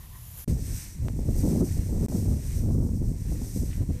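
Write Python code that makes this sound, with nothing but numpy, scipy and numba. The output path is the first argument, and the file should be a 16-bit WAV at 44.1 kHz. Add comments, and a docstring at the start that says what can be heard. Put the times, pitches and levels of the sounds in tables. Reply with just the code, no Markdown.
"""Wind over a ripe rice field.

A bare microphone stands first in a calmer spot, with two faint knocks far off, then in the open crop.
Gusts buffet it: large eddies rumble, small ones flutter, sharp ones thump, and the hardest gust hoots.
Dry husks and stalks brush together in slow swells, one stalk snaps and a far tone sounds at the end.
A limiter holds down the gusts; the sound drops out twice and breaks once with a click."""
import sys
import numpy as np
from scipy import signal
from scipy.fft import rfft, irfft
from scipy.io import wavfile
from scipy.ndimage import uniform_filter1d, map_coordinates
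from numba import njit

SR = 44100
rng = np.random.default_rng(int(sys.argv[2]) if len(sys.argv) > 2 else 0)


def inscribe(sig):
    """Save sig as 16-bit PCM at rate SR to the path in sys.argv[1].

    A 1-D sig is mono; a 2-D sig holds one channel per row.
    Samples are clipped to [-1, 1] before scaling.
    """
    pcm = np.round(np.clip(np.atleast_2d(sig).T, -1, 1) * 32767)
    wavfile.write(sys.argv[1], SR, pcm.astype(np.int16))


N = 176400

# Wind, distant air and hiss at the calmer spot. Each row: frequency in Hz, relative level in dB.
CALM_WIND_COLOUR = [(20, -6), (50, 5.5), (105, 5), (160, -5.5), (220, -17.5), (300, -26), (700, -56)]
CALM_AIR_COLOUR = [(300, -7), (550, -3.5), (800, -3), (1050, 0.5), (1400, -9), (1950, -6), (2400, -8),
                   (3000, -3.5), (5000, -6.5), (14000, -9)]
CALM_HISS_COLOUR = [(1000, -11.5), (2500, -11.5), (4500, -14), (7000, -5), (8700, -11.5), (10200, 1.5),
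                    (11500, -2.5), (13400, 4.5), (14400, -3.5)]
# The hiss growing there. Each row: time in seconds, level in dB.
CALM_HISS_LEVELS = [(0, -53), (.12, -53.5), (.21, -47.5), (.3, -50.5), (.39, -41), (.45, -43.5)]
# Knocks far off. Each row: centre in seconds, level in dB.
KNOCKS = [(0.028,-57.5),(.155,-57.5)]
# Their hollow ring. Each row: frequency in Hz, bandwidth in Hz, relative level in dB.
KNOCK_MODES = [(363,78,-13),(1040,61,-1.5),(1910,130,-7.5)]
# Gaps in the sound. Each row: start in seconds, end in seconds.
DROPOUTS = [(.445, .4775), (2.063, 2.084)]
# Large and small eddies on the microphone. Each row: time in seconds, relative level in dB.
RUMBLE_LEVELS = [(.48,-23.5),(.6,-30),(.66,-31),(.74,-29.5),(.8,-43),(.94,-43),(1.03,-28.5),(1.2,-29.5),(1.4,-24.5),(1.58,-29),(1.75,-28),(2.15,-31.5),(2.29,-23),(2.41,-31.5),(2.52,-27),(2.8,-26),(3.05,-27.5),(3.21,-31),(3.33,-30),(3.48,-33.5),(3.65,-31),(4.0,-32)]
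FLUTTER_LEVELS = [(.48,-43),(.64,-52),(.73,-51),(.8,-64),(.97,-64),(1.05,-46.5),(1.25,-45),(1.4,-42),(1.46,-30.5),(1.62,-31.5),(1.7,-48),(1.86,-47),(1.93,-37.5),(2.18,-38),(2.33,-40),(2.49,-56),(2.66,-39.5),(2.83,-38),(3.05,-46.5),(3.21,-54.5),(3.36,-47.5),(3.5,-52.5),(3.7,-53),(4.0,-53)]
# Their spectra. Each row: frequency in Hz, relative level in dB.
RUMBLE_COLOUR = [(12, -33), (25, 1), (45, 1.5), (75, 0.5), (105, -1), (140, -5.5), (200, -12.5),
                 (300, -30.5), (600, -53), (1500, -104)]
FLUTTER_COLOUR = [(60, -65), (140, -2.5), (230, 3), (330, -6), (480, -14), (700, -23.5), (1000, -34.5),
                  (1500, -45.5), (4000, -89)]
# Single puffs and lulls. Each row: centre in seconds, half length in seconds, flutter change in dB.
PUFFS = [(0.516,0.038,6),(0.714,0.0093,2),(1.038,0.02,6.5),(1.195,0.017,6),(1.293,0.018,9.5),(1.445,0.0091,4.5),(1.625,.017,7.5),(1.791,0.018,8),(2.029,0.025,6),(2.154,0.013,8),(2.313,0.022,4.5),(2.642,0.013,4.5),(2.704,0.025,5),(2.793,0.011,4),(2.845,0.013,5.5),(3.025,0.011,6),(3.089,0.0097,6),(3.333,0.023,5.5),(3.424,0.015,9),(3.571,0.015,13),(3.623,0.021,15),(3.699,0.0097,5),(3.779,0.007,9),(3.82,0.017,13.5),(3.903,0.017,17)]
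LULLS = [(.66,.015,-3),(1.675,.02,-3),(1.735,.016,-4),(2.08,.02,-5),(2.42,.022,-3),(2.99,.013,-4),(3.18,.01,-6),(3.24,.013,-4),(3.53,.016,-4),(3.73,.02,-4),(3.865,.015,-4),(3.99,.02,-8)]
# Fine husk hiss and coarser stalk rustle in the crop. Each row: time in seconds, level in dB.
HUSK_LEVELS = [(.48,-46),(.57,-51.5),(.78,-41.5),(1.04,-58.5),(1.22,-57),(1.4,-43),(1.56,-47.5),(1.72,-46.5),(1.98,-52),(2.17,-46),(2.36,-52),(2.52,-45.5),(2.72,-57),(3.15,-59.5),(3.27,-54.5),(3.56,-45),(3.9,-59),(4.0,-57.5)]
STALK_LEVELS = [(.48,-56),(.56,-64.5),(.76,-52.5),(.95,-62.5),(1.05,-66.5),(1.3,-64),(1.42,-58),(1.6,-60),(1.72,-57),(1.95,-64.5),(2.05,-60.5),(2.33,-63.5),(2.51,-55),(2.75,-72),(3.05,-69.5),(3.22,-62.5),(3.55,-60.5),(3.64,-64.5),(3.72,-58),(3.9,-66),(4.0,-59.5)]
# Husks, stalks and the open air far away. Each row: frequency in Hz, relative level in dB.
HUSK_COLOUR = [(1000,-12),(2500,-41),(3200,-15.5),(4000,-9.5),(4800,-2.5),(5900,5),(7000,0),(8000,4.5),(9200,3.5),(10300,-4.5),(11600,-4),(13300,2),(14400,-5.5)]
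STALK_COLOUR = [(500,-15),(1300,-5),(1900,2.5),(2500,0),(3200,-6),(4300,-2),(6000,-24),(12000,-30)]
AIR_COLOUR = [(60, 13), (300, -8), (600, -7.5), (1000, 1.5), (1400, -21.5), (2000, -9), (3200, -40),
              (8000, -2.5), (14000, -31)]
# Sharp eddies right on the microphone. Each row: centre in seconds, peak in dB, pitch in Hz.
THUMPS = [(.4825,-17,160),(.502,-17,95),(.526,-18,100),(.553,-19,65),(.626,-22,85),(1.192,-24,260),(1.476,-16,230),(1.562,-17,250),(2.703,-17,150),(2.787,-17,170),(2.852,-16,105),(2.935,-18,115),(3.018,-17,150),(3.117,-18,140),(3.563,-18,155),(3.575,-17,100),(3.636,-20,170),(3.808,-17,105),(3.893,-18,100),(3.912,-18,130)]
# Clicks where the sound breaks or comes back. Each row: time in seconds, level in dB.
CLICKS = [(1.0843, -21), (2.0848, -34)]
# The crack of a dry stalk. Each row: frequency in Hz, relative level in dB.
SNAP_COLOUR = [(500, -28), (1300, -12.5), (2000, 1), (2800, 0), (3800, -23), (9000, -29)]


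def undb(db):
    """Decibels to gain."""
    return 10 ** (np.asarray(db) / 20)


def curve(rows):
    """Rows of (seconds, value) joined by straight lines."""
    rows = np.array(rows)
    return np.interp(np.arange(N) / SR, rows[:, 0], rows[:, 1])


def bump(t, at, half):
    """A bell curve of height 1, down to 1/e at `half` seconds either side of `at`."""
    return np.exp(-((t - at) / half) ** 2)


def coloured(x, colour):
    """Gives x a spectrum of (Hz, dB) points, at rms 1."""
    points = np.array(colour)
    hz = np.maximum(np.arange(len(x) // 2 + 1) * SR / len(x), 1)
    db = np.interp(np.log(hz), np.log(points[:, 0]), points[:, 1])
    shaped = irfft(rfft(x) * undb(db) * np.minimum(hz / 20, 1), len(x))
    return shaped / np.std(shaped)


def noise(colour):
    """Noise of a given colour, at rms 1."""
    return coloured(rng.standard_normal(N), colour)


def wander(per_s):
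    """Smooth random wander with a spread of 1."""
    position = np.arange(N) / SR * per_s
    path = map_coordinates(rng.standard_normal(size=4096), [position], order=3, mode="wrap")
    return path / np.std(path)


def steadied(x, size):
    """Evens out chance swells over `size` samples, so that the wind alone sets the level."""
    return x / np.sqrt(uniform_filter1d(uniform_filter1d(x ** 2, size), size) + 1e-9)


def leaves(colour, grain_db=1, flicker_db=1):
    """Countless tiny contacts of dry leaves and husks merge into a fine hiss."""
    contacts = rng.standard_normal(N) * undb(grain_db * wander(900))
    return coloured(contacts, colour) * undb(flicker_db * wander(25.26))


def calm_spot(wind_db=-43.5, air_db=-57.5):
    """Light wind rumbles on the microphone, over distant air and a thin, growing hiss of leaves."""
    wind = steadied(noise(CALM_WIND_COLOUR), size=2400) * undb(wind_db)
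    air = noise(CALM_AIR_COLOUR) * undb(air_db)
    return wind + air + leaves(CALM_HISS_COLOUR) * undb(curve(CALM_HISS_LEVELS))


def far_knocks(t, half_s=.04):
    """Hollow knocks, blurred by distance: noise rings three resonances in two short swells."""
    ring = np.zeros(N)
    for hz, width, db in KNOCK_MODES:
        resonance = signal.iirpeak(hz, hz / width, fs=SR)
        ring += undb(db) * signal.lfilter(*resonance, rng.standard_normal(N))
    return ring / np.std(ring) * sum(undb(db) * bump(t, at, half_s) for at, db in KNOCKS)


def buffeting(t, rumble_gain_db=1, flutter_gain_db=6, octaves_per_db=-.01, reference_db=-38):
    """Eddies press on the bare microphone: large, slow ones rumble and small, fast ones flutter."""
    puff_db = sum(db * bump(t, at, half) for at, half, db in PUFFS)
    rumble_db = curve(RUMBLE_LEVELS) + .59 * puff_db + 1.5 * wander(24)
    rumble = steadied(noise(RUMBLE_COLOUR), size=1500) * undb(rumble_db + rumble_gain_db)
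    flutter_db = curve(FLUTTER_LEVELS)
    # The flutter sinks slightly in pitch as it grows louder.
    speed = 2 ** (octaves_per_db * (flutter_db + .499 * puff_db - reference_db))
    eddies = map_coordinates(noise(FLUTTER_COLOUR), [np.cumsum(speed)], order=3, mode="mirror")
    roughness = undb(3.5 * wander(110))
    flutter = steadied(eddies * roughness, size=1100)
    return rumble + flutter * undb(flutter_db + puff_db + flutter_gain_db)


def buffeting_dips(t, cover_db=-3, cover_half_s=.008):
    """The buffeting sinks in the lulls and gives way while a sharp eddy covers the microphone."""
    lull_db = sum(db * bump(t, at, half) for at, half, db in LULLS)
    covered = sum(bump(t, at, cover_half_s) for at, _, _ in THUMPS)
    return undb(lull_db + cover_db * covered)


def rice_crop(husk_floor_db=-58.3, air_db=-62.5):
    """Husks hiss and stalks rustle, swelling and settling over the distant air, never quite still."""
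    husks = leaves(HUSK_COLOUR) * np.hypot(undb(curve(HUSK_LEVELS)), undb(husk_floor_db))
    stalks = leaves(STALK_COLOUR) * undb(curve(STALK_LEVELS))
    return husks + stalks + noise(AIR_COLOUR) * undb(air_db)


def eddy_thumps(t):
    """Each sharp eddy pushes and pulls on the microphone once; smaller ones pass faster, sound higher."""
    pressure = np.zeros(N)
    for at, db, hz in THUMPS:
        skew = np.exp(2j * np.pi * rng.random())  # lopsided by chance
        pressure += undb(db) * np.real(skew / (1 - 1j * np.pi * hz * (t - at)) ** 3)
    return pressure


def clicks(t, rise_s=.0014, top_hz=3500):
    """A rising pressure wave is cut off short, which gives a dull click."""
    steps = sum(undb(db) * (t < at) * np.exp(-np.abs(t - at) / rise_s) for at, db in CLICKS)
    return signal.lfilter(*signal.butter(1, top_hz, fs=SR), steps)


def vortex_hoot(t, at=1.629, half_s=.016, db=-20, centre_hz=350, rise_hz_per_s=1500, jitter=.1):
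    """In the hardest gust, vortices leave the edge of the microphone unevenly and ever faster."""
    hz = (centre_hz + rise_hz_per_s * (t - at)) * (1 + jitter * wander(250))
    phase = 2 * np.pi * np.cumsum(hz) / SR
    vortices = np.sin(phase) + np.sin(phase / 2)  # they pair up, which adds the octave below
    return undb(db) * bump(t, at, half_s) * vortices


def stalk_snap(t, at=3.73, db=-42, decay_s=.003):
    """One dry stalk cracks out in the crop: a burst of noise that dies at once."""
    age = t - at
    return noise(SNAP_COLOUR) * undb(db) * (age >= 0) * np.exp(-np.abs(age) / decay_s)


def far_tone(t, start_s=3.93, rise_s=.03, hz=491, rms_db=-53, waver=.006):
    """A faint, slightly wavering tone fades in far away, under the last gust."""
    phase = 2 * np.pi * np.cumsum(hz * (1 + waver * wander(30.9))) / SR
    fade_in = np.clip((t - start_s) / rise_s, 0, 1)
    return np.sqrt(2) * undb(rms_db) * np.sin(phase) * fade_in


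@njit
def follow_peaks(x, attack_s, release_s):
    """The limiter's peak follower, with a fast rise and a slow fall."""
    attack, release = 1 / (attack_s * SR), 1 / (release_s * SR)
    peaks, level = np.empty(len(x)), 0.
    for i in range(len(x)):
        size = abs(x[i])
        level += (size - level) * (attack if size > level else release)
        peaks[i] = level
    return peaks


def scene():
    """One microphone, two places: the calmer spot, then out in the gusty field."""
    t = np.arange(N) / SR
    cut_s = .46
    wind = buffeting(t) * buffeting_dips(t) + eddy_thumps(t) + vortex_hoot(t)
    field = wind + rice_crop() + stalk_snap(t) + clicks(t) + far_tone(t)
    return np.where(t < cut_s, calm_spot() + far_knocks(t), field)[None]


def record(dry):
    """A limiter ducks under the gusts, peaks are rounded, the sound drops out twice, the top is cut."""
    t = np.arange(N) / SR
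    limit_db, ceiling_db, dropout_db, top_hz = -17, -13, -37, 14350
    peaks = follow_peaks(dry[0], attack_s=.0015, release_s=.02)
    limited = dry / np.maximum(1, uniform_filter1d(peaks, size=200) / undb(limit_db))
    rounded = limited / (1 + (limited / undb(ceiling_db)) ** 6) ** (1 / 6)
    in_gap = sum((t > start) & (t < end) for start, end in DROPOUTS)
    gap_gain = uniform_filter1d(1. - (1 - undb(dropout_db)) * in_gap, size=24)
    lowpass = signal.ellip(10, .2, 80, top_hz, fs=SR, output="sos")
    return signal.sosfilt(lowpass, rounded * gap_gain)


dry = scene()
out = record(dry)
inscribe(out)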